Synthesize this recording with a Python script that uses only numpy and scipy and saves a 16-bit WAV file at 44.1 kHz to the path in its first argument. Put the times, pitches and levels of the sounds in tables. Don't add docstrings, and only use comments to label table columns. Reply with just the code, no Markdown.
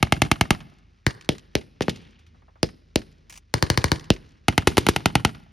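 import sys
import numpy as np
from scipy import signal
from scipy.fft import rfft, irfft, next_fast_len
from scipy.io import wavfile
from scipy.ndimage import uniform_filter1d, map_coordinates

SR = 44100
rng = np.random.default_rng(int(sys.argv[2]) if len(sys.argv) > 2 else 0)


def log_audio(samples):
    frames = np.atleast_2d(samples).T
    limited = np.clip(frames, -1, 1)
    pcm = np.round(limited * 32767).astype(np.int16)
    wavfile.write(sys.argv[1], SR, pcm)


N = 243431
SHOT = 16384
SHOT_HZ = np.fft.rfftfreq(SHOT, 1 / SR)
SHOT_T = np.arange(SHOT) / SR

# (shots as a list of (time [s], strength against the usual shot [dB]), ring boost [dB], pan [dB])
SUBMACHINE_PULLS = [([(1.0658, .6)], 8, 4), ([(3.54, -1.3), (3.6256, -.1), (3.701, .9), (3.7754, -.3),
                    (3.842, .3), (3.9175, .5)], 0, 12)]
# (time [s], strength [dB], ring pitch [Hz], ring boost [dB], extra scatter [dB])
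RIFLE_SHOTS = [(1.2907, -1.8, 3200, 8, 1.5), (1.5531, -2.3, 2600, 7, 1), (2.6301, -1, 5000, 6, 0),
               (2.958, .5, 4300, 4, -1), (4.1036, 6, 2850, 11, -1)]
# (time [s], strength against the usual shot [dB])
CARBINE_SHOTS = [(1.8081, -.3), (1.8821, .3)]
# (frequency [Hz], time [s])
FIELD_FADE = [(100, .95), (400, 0.66), (2000, 1.2), (6000, 0.57), (12000, 0.48)]


def amp(db):
    return 10 ** (np.asarray(db) / 20)


def unit(x):
    return x / np.sqrt(np.mean(x ** 2) + 1e-20)


def pulse_size(x):
    return np.sqrt(np.mean(np.sum(x ** 2, axis=-1)) / (SR / 100) + 1e-20)


def along(points, hz):
    f, v = np.transpose(points)
    return np.interp(np.log(hz + 1), np.log(f + 1), v)


def filtered(x, response):
    n = x.shape[-1]
    padded = next_fast_len(n + SHOT)
    spectrum = rfft(x, padded) * response(np.fft.rfftfreq(padded, 1 / SR))
    return irfft(spectrum, padded)[..., :n]


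def causal(gain):
    cepstrum = irfft(np.log(np.maximum(gain, 1e-6)))
    cepstrum[1:SHOT // 2] *= 2
    cepstrum[SHOT // 2 + 1:] = 0
    return np.exp(rfft(cepstrum))


def wobble(rate):
    points = rng.standard_normal(int(N * rate / SR) + 4)
    return map_coordinates(points, [np.arange(N) * rate / SR])


def add(out, s, x):
    start = round(s * SR)
    part = x[..., max(-start, 0):max(N - start, 0)]
    out[:, max(start, 0):][:, :part.shape[-1]] += part


def diffuse(size):
    side_curve = [(100, -14.5), (400, -2), (1300, 5), (2600, -28.5), (9000, -19)]  # (frequency [Hz], level [dB])
    mid, side = rng.standard_normal((2, size))
    side = filtered(side, lambda hz: amp(along(side_curve, hz)))
    return np.array([mid + side, mid - side])


def grain(size, depth_db):
    roughness = unit(uniform_filter1d(rng.standard_normal(size), size=90))
    return unit(amp(depth_db * roughness))


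def tail(gain, decay, rise, patchy_db, size):
    hz, t, z = signal.stft(diffuse(size) * grain(size, depth_db=2.5), SR, nperseg=256)
    lumps = uniform_filter1d(rng.standard_normal(z.shape[1:]), size=3)
    lumps = unit(uniform_filter1d(lumps, size=40, axis=0))
    fade_db = -60 * t / along(decay, hz)[:, None]
    x = signal.istft(z * amp(patchy_db * lumps + fade_db), SR, nperseg=256)[1]
    x = filtered(x, lambda f: np.interp(f, SHOT_HZ, gain))
    x = x * (1 - np.exp(-(np.arange(x.shape[1]) / SR / rise) ** 2))
    return x / pulse_size(filtered(x, lambda f: (f > 1000) & (f < 7000)))


def burst(colour, length):
    spray = diffuse(SHOT) * np.exp(-SHOT_T / length)
    x = irfft(rfft(spray) * causal(amp(along(colour, SHOT_HZ))))
    return x / pulse_size(x)


def rolling(shots, quiet_db, roll_db, t60):
    rise_s = .05
    t = np.linspace(0, N / SR, num=N // 128)
    s, strength_db = np.transpose(shots)
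    age = np.maximum(t[:, None] - s, 0)
    rolls = amp(roll_db + strength_db - 60 * age / t60) * (1 - np.exp(-age / rise_s))
    power = amp(quiet_db) ** 2 + np.sum(rolls ** 2, axis=1)
    return np.interp(np.arange(N) / SR, t, 10 * np.log10(power))


def field_air(shots):
    # (frequency [Hz], level [dB per Hz])
    rumble_colour = [(22, -29), (48, -4.5), (80, -3.5), (180, -7.5), (300, -15), (600, -28.5),
                     (2000, -70.5)]
    # (frequency [Hz], level [dB per Hz])
    hiss_colour = [(100, -11.5), (400, -7), (1200, 0), (2200, 3), (5500, -3), (7500, -14), (11000, -23),
                   (16000, -43.5)]
    rumble_db = rolling(shots, quiet_db=-62, roll_db=-51.5, t60=1.25)
    hiss_db = rolling(shots, quiet_db=-71.8, roll_db=-65, t60=1.5)
    rumble = unit(filtered(diffuse(N), lambda hz: amp(along(rumble_colour, hz))))
    hiss = unit(filtered(diffuse(N) * grain(N, depth_db=2.0), lambda hz: amp(along(hiss_colour, hz))))
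    rumble = rumble * amp(rumble_db + 2.9 * wobble(9))
    hiss = hiss * amp(hiss_db + 1.6 * wobble(24))
    return rumble + hiss


def vehicle():
    # (frequency before drift [Hz], rms level before wavering [dB])
    exhaust_lines = [(48.4, -61), (77, -62.5), (102, -66.5)]
    uneven_time = np.cumsum(1 + 0.012 * wobble(5)) / SR
    exhaust = 0
    for hz, db in exhaust_lines:
        tone = np.sqrt(2) * np.sin(2 * np.pi * hz * uneven_time)
        exhaust = exhaust + amp(db + 2.8 * wobble(7)) * tone
    return exhaust


def clinks():
    # (time [s], level [dB])
    knocks = [(1.211, -47), (1.246, -53), (1.382, -46), (1.960, -47), (3.996, -44.5), (4.042, -50.5),
              (4.138, -46)]
    # (frequency [Hz], level [dB])
    metal_colour = [(400, -27), (1200, -13.5), (2600, -8), (5800, -11), (7500, -13), (11000, -28.5),
                    (16000, -33)]
    bounce_s, bounce_db = .012, -9
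    rattle_per_s, rattle_db, rattle_spread_db = 6, -68, 2.5
    out = np.zeros((2, N))
    bounces = [(s + bounce_s, db + bounce_db) for s, db in knocks]
    rattle = [(rng.uniform(0, N / SR), rng.normal(rattle_db, rattle_spread_db))
              for _ in range(round(rattle_per_s * N / SR))]
    for s, db in [*knocks, *bounces, *rattle]:
        add(out, s, amp(db) * burst(metal_colour, length=0.0035))
    return out


def scrape():
    # (start [s], end [s], level of the two catches [dB])
    scrape_span = (3.297, 3.375, -43)
    # (frequency [Hz], level [dB])
    scrape_colour = [(300, -22), (800, -2.5), (1500, -7), (2400, 3.5), (4000, -4.5), (6300, 2), (8000, 0.5),
                     (12500, -14.5), (16000, -4.5)]
    slip_every_s, first_slip_db, fade_db_per_s = .011, -44.5, -70
    out = np.zeros((2, N))
    start, end, catch_db = scrape_span
    for s in (start, end):
        add(out, s, amp(catch_db) * burst(scrape_colour, length=.006))
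    for s in np.arange(start + slip_every_s, end - slip_every_s / 2, slip_every_s):
        slip_db = first_slip_db + fade_db_per_s * (s - start) + rng.normal(0, 1.5)
        slip_s = s + slip_every_s * rng.uniform(-.5, .5)
        add(out, slip_s, amp(slip_db) * burst(scrape_colour, length=.009))
    return out


def carbine_smacks():
    # (frequency [Hz], level [dB])
    smack_colour = [(200, -45), (700, -20), (1500, -13), (3000, -3), (5500, -10), (7500, -15.5),
                    (11000, -20.5), (16000, -47.5)]
    delay_s, smack_db, field_db = .012, -28.8, -44.5
    field_gain = amp(along(smack_colour, SHOT_HZ))
    out = np.zeros((2, N))
    for s, strength_db in CARBINE_SHOTS:
        smack = burst(smack_colour, length=0.0066)
        ringing = tail(field_gain, FIELD_FADE, rise=.016, patchy_db=2.5, size=SR)
        add(out, s + delay_s, amp(smack_db + strength_db) * smack)
        add(out, s + delay_s, amp(field_db + strength_db) * ringing)
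    return out


def automatic(start, rounds, cycle_s):
    spread_db = .35
    times = start + cycle_s * np.arange(round(rounds))
    return np.column_stack([times, spread_db * rng.standard_normal(len(times))])


def faltering(shots):
    from_s, to_s, falter_db = 4.63, 5.01, -8.5
    return [(s, db + falter_db * (from_s < s < to_s)) for s, db in shots]


def blast(shape, levels_db, roar, ragged):
    high = SHOT_HZ ** 2 / (SHOT_HZ ** 2 + 1300 ** 2)
    gas = 1 + ragged * high * rfft(roar / np.linalg.norm(roar))
    gas = gas / np.abs(gas) ** .6
    band = np.searchsorted([300, 2000], SHOT_HZ)
    gains_db = []
    for k, db in enumerate(levels_db):
        size = pulse_size(irfft(gas * shape * (band == k)))
        gains_db.append(db - 20 * np.log10(size))
    smooth_db = uniform_filter1d(np.array(gains_db)[band], size=61, mode="nearest")
    return gas * causal(shape * amp(smooth_db))


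def bank_bounce(bounce, bounce_s):
    reflects = SHOT_HZ ** 2 / (SHOT_HZ ** 2 + 300 ** 2) / (1 + (SHOT_HZ / 2400) ** 2)
    reflects = reflects * np.clip(bounce, 0, .95)
    return (1 - reflects * np.exp(-2j * np.pi * SHOT_HZ * bounce_s)) / np.sqrt(1 + reflects ** 2)


def direction(lag_s, pan_db):
    sided = 1 / (1 + (SHOT_HZ / 1650) ** 8)
    shade_db = pan_db * sided * SHOT_HZ / (SHOT_HZ + 500)
    ears = np.array([amp(side * shade_db / 2) * np.exp(side * 1j * np.pi * SHOT_HZ * lag_s * sided)
                     for side in (1, -1)])
    return ears / np.sqrt(np.mean(np.abs(ears) ** 2, axis=0))


def echo(hz, delay):
    colour = [(hz / 4, -20), (hz / 4.0, -7), (hz, 0), (hz * 2.2, -7), (hz * 4, -20), (hz * 8, -40)]
    return burst(colour, length=0.0059 + .015 * delay)


def gun(shots, usual_db, colour, rings, echoes, length, ragged, bounce, bounce_s, lag_s, pan_db,
        direct_db, dirt_db, field_db):
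    # (frequency [Hz], level [dB])
    dirt_colour = [(30, -1.5), (70, -2), (150, 1), (300, -2), (600, -7), (1200, -11), (2200, -3),
                   (5500, 0.5), (7500, -6.5), (11000, -15), (16000, -16)]
    # (frequency [Hz], time [s])
    dirt_fade = [(100, 0.22), (500, 0.15), (2000, 0.13), (6000, 0.13), (12000, 0.42)]
    # (frequency [Hz], level [dB])
    field_colour = [(30, -2.5), (70, -8), (150, 4.5), (300, -3), (600, -14), (1200, -15.5), (2200, -12.5),
                    (5500, -4.5), (7500, -16.5), (11000, -35.5), (16000, -35)]
    # (boom [dB], bark [dB], crack [dB], scatter [dB])
    strength_law = (1.05, .5, .42, .42)
    out = np.zeros((2, N))
    bank = bank_bounce(bounce, bounce_s)
    ears = direction(lag_s, pan_db)
    ring_db = sum(db / (1 + (2 * (SHOT_HZ - hz) / max(width, hz / 10)) ** 2) for hz, width, db in rings)
    shape = amp(along(colour, SHOT_HZ) + ring_db)
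    dirt = np.abs(bank) * shape * amp(along(dirt_colour, SHOT_HZ))
    field = np.abs(bank) * shape * amp(along(field_colour, SHOT_HZ))
    for s, strength_db in shots:
        boom_db, bark_db, crack_db, scatter_db = np.add(usual_db, np.multiply(strength_law, strength_db))
        roar = rng.standard_normal(SHOT) * np.exp(-(SHOT_T / length) ** 2)
        direct = irfft(blast(shape, (boom_db, bark_db, crack_db), roar, ragged) * bank * ears)
        near = tail(dirt, dirt_fade, rise=0.001, patchy_db=1.5, size=SHOT)
        far = tail(field, FIELD_FADE, rise=0.016, patchy_db=1.5, size=SR)
        add(out, s, amp(direct_db) * direct[:, :SHOT // 2])
        add(out, s, amp(scatter_db + dirt_db) * near)
        add(out, s, amp(scatter_db + field_db) * far)
        for delay, db, hz in echoes:
            add(out, s + delay, amp(scatter_db + db) * echo(hz, delay))
    return out


def carbine():
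    # (boom [dB], bark [dB], crack [dB], scatter [dB])
    carbine_usual = (-19.2, -19, -33, -34.7)
    # (frequency [Hz], level [dB per Hz])
    carbine_colour = [(25, -32.5), (50, -9.5), (90, -3.5), (190, 0), (400, 0.5), (800, -7), (1200, -14),
                      (2500, -15.5), (5500, -27.5), (7200, -32.5), (11000, -39), (16000, -54)]
    # (frequency [Hz], width [Hz], boost [dB])
    carbine_rings = [(414, 180, 1.9), (3020, 490, 2)]
    # (delay [s], level against the scatter [dB], centre [Hz])
    carbine_echoes = [(.383, -24, 2700), (.537, -23.5, 900), (.673, -19, 790)]
    return gun(CARBINE_SHOTS, carbine_usual, carbine_colour, carbine_rings, carbine_echoes,
               length=0.0008, ragged=0.79, bounce=0.39, bounce_s=.003, lag_s=.00002, pan_db=2.5,
               direct_db=-0.95, dirt_db=-2, field_db=-15.5)


def rifles():
    # (boom [dB], bark [dB], crack [dB], scatter [dB])
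    rifle_usual = (-15.3, -16.7, -19.3, -37.9)
    # (frequency [Hz], level [dB per Hz])
    rifle_colour = [(25, -34.5), (45, -3.5), (70, 0), (170, 2), (360, 5.5), (650, 0.5), (1100, -12),
                    (1800, -10), (2800, -15), (5500, -17), (7200, -26), (10000, -23.5), (16000, -46.5)]
    # (frequency [Hz], width [Hz], boost [dB])
    rifle_rings = [(460, 50, 4.9), (2840, 540, 2), (4040, 470, 3.4), (5130, 800, 2.4)]
    # (delay [s], level against the scatter [dB], centre [Hz])
    rifle_echoes = [(0.031, -11, 3400), (.059, -9, 2200)]
    ring_width_hz = 700
    out = np.zeros((2, N))
    for s, strength_db, ring_hz, ring_db, extra_db in RIFLE_SHOTS:
        rings = [*rifle_rings, (ring_hz, ring_width_hz, ring_db)]
        out += gun([(s, strength_db)], rifle_usual, rifle_colour, rings, rifle_echoes,
                   length=0.0012, ragged=1.4, bounce=0.3, bounce_s=.0042, lag_s=-0.0003, pan_db=2.5,
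                   direct_db=-0.55, dirt_db=6.0 + extra_db, field_db=-13.5 + extra_db)
    return out


def submachine_gun():
    # (boom [dB], bark [dB], crack [dB], scatter [dB])
    sub_usual = (-14.4, -16.5, -19.5, -32.4)
    # (frequency [Hz], level [dB per Hz])
    sub_colour = [(25, -51.5), (45, -17), (80, -5.5), (125, -7), (220, -11.5), (330, -6.5), (600, -5.5),
                  (1200, -10.5), (2000, -15.5), (2700, -27.5), (4500, -22.5), (7000, -26), (9500, -26),
                  (16000, -51)]
    # (frequency [Hz], width [Hz], boost [dB])
    sub_rings = [(128, 60, 5.6), (230, 45, -3.5), (1140, 400, 1.5), (1980, 570, 5), (2950, 370, 7.5),
                 (4330, 1000, 7.4)]
    # (delay [s], level against the scatter [dB], centre [Hz])
    sub_echoes = [(0.01, -13, 4500), (.04, -7, 2227)]
    ring_hz, ring_width_hz = 1800, 900
    out = np.zeros((2, N))
    for shots, ring_db, pan_db in SUBMACHINE_PULLS:
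        rings = [*sub_rings, (ring_hz, ring_width_hz, ring_db)]
        out += gun(shots, sub_usual, sub_colour, rings, sub_echoes,
                   length=0.0014, ragged=1.83, bounce=0.44, bounce_s=0.0015, lag_s=.00032, pan_db=pan_db,
                   direct_db=-1.1, dirt_db=4.1, field_db=-9)
    return out


def second_machine_gun(shots):
    # (boom [dB], bark [dB], crack [dB], scatter [dB])
    second_usual = (-12.8, -11, -17.5, -29.3)
    # (frequency [Hz], level [dB per Hz])
    second_colour = [(25, -20.5), (45, -12), (80, -3.5), (200, -7), (400, -0.5), (650, -16), (1000, -12),
                     (1600, -17), (3000, -14), (5800, -21.5), (7200, -21.5), (10000, -22), (16000, -38)]
    # (frequency [Hz], width [Hz], boost [dB])
    second_rings = [(390, 240, 1.8), (900, 200, 3.2), (2190, 220, 3)]
    # (delay [s], level against the scatter [dB], centre [Hz])
    second_echoes = [(.05, -16.5, 1970)]
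    return gun(shots, second_usual, second_colour, second_rings, second_echoes,
               length=0.0082, ragged=1.4, bounce=0.083, bounce_s=0.0021, lag_s=-.00005, pan_db=3.5,
               direct_db=-1.5, dirt_db=-1.5, field_db=-9.5)


def machine_gun(bursts):
    # (boom [dB], bark [dB], crack [dB], scatter [dB])
    machine_usual = (-14.2, -15.9, -16.7, -32.7)
    # (frequency [Hz], level [dB per Hz])
    machine_colour = [(25, -37), (45, -11.5), (70, -2.5), (115, 1.2), (200, -3.6), (350, -8.5), (600, -8),
                      (850, -10.5), (1500, -13.5), (3000, -18.5), (5800, -25.5), (7200, -28.5),
                      (10000, -27), (16000, -46.5)]
    # (frequency [Hz], width [Hz], boost [dB])
    machine_rings = [(334, 97, 2.5), (545, 70, -2), (672, 110, 3), (820, 160, 5.5), (1360, 350, 3.5),
                     (2140, 190, 6), (2870, 530, 6.5)]
    # (delay [s], level against the scatter [dB], centre [Hz])
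    machine_echoes = [(0.042, -6, 1512), (.098, -11, 1971), (.212, -25, 830)]
    out = np.zeros((2, N))
    for shots, bounce_s in bursts:
        out += gun(shots, machine_usual, machine_colour, machine_rings, machine_echoes,
                   length=0.0039, ragged=2.1, bounce=0.5, bounce_s=bounce_s, lag_s=.00001, pan_db=-0.2,
                   direct_db=-0.2, dirt_db=3.2, field_db=-12.7)
    return out


def scene():
    # (first shot [s], rounds [count], delay of the bounce off the bank [s])
    machine_bursts = [(-0.0684, 7, .00205), (4.4831, 9, .00178)]
    # (first shot [s], rounds [count])
    second_start = (4.6724, 3)
    bursts = [(faltering(automatic(start, rounds, cycle_s=.0958)), bounce_s)
              for start, rounds, bounce_s in machine_bursts]
    second_burst = automatic(*second_start, cycle_s=.10745)
    grouped_shots = [row[0] for row in [*bursts, *SUBMACHINE_PULLS]]
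    every_shot = np.vstack(grouped_shots + [second_burst, np.array(RIFLE_SHOTS)[:, :2], CARBINE_SHOTS])
    background = field_air(every_shot) + vehicle()
    small_sounds = clinks() + scrape() + carbine_smacks()
    guns = carbine() + rifles() + submachine_gun() + second_machine_gun(second_burst) + machine_gun(bursts)
    return background + small_sounds + guns


def record(dry):
    # (frequency [Hz], lead of the left [radians])
    port_phase = [(2000, 0), (3000, .4), (4500, .05), (6300, .05), (7200, 2.5), (9000, 2.2), (11000, .6),
                  (13000, -1.8), (15000, -3)]
    ceiling, top_hz = .92, 16600
    late_bass = lambda hz: np.exp(-2j * np.pi * .9 * np.log(1 + hz / 30))
    ports = lambda hz: np.exp(.5j * np.outer([1, -1], along(port_phase, hz)))
    x = filtered(dry, lambda hz: late_bass(hz) * ports(hz))
    x = x / (1 + np.abs(x / ceiling) ** 6) ** (1 / 6)
    return filtered(x, lambda hz: 1 / (1 + (hz / top_hz) ** 80))


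dry = scene()
out = record(dry)
log_audio(out)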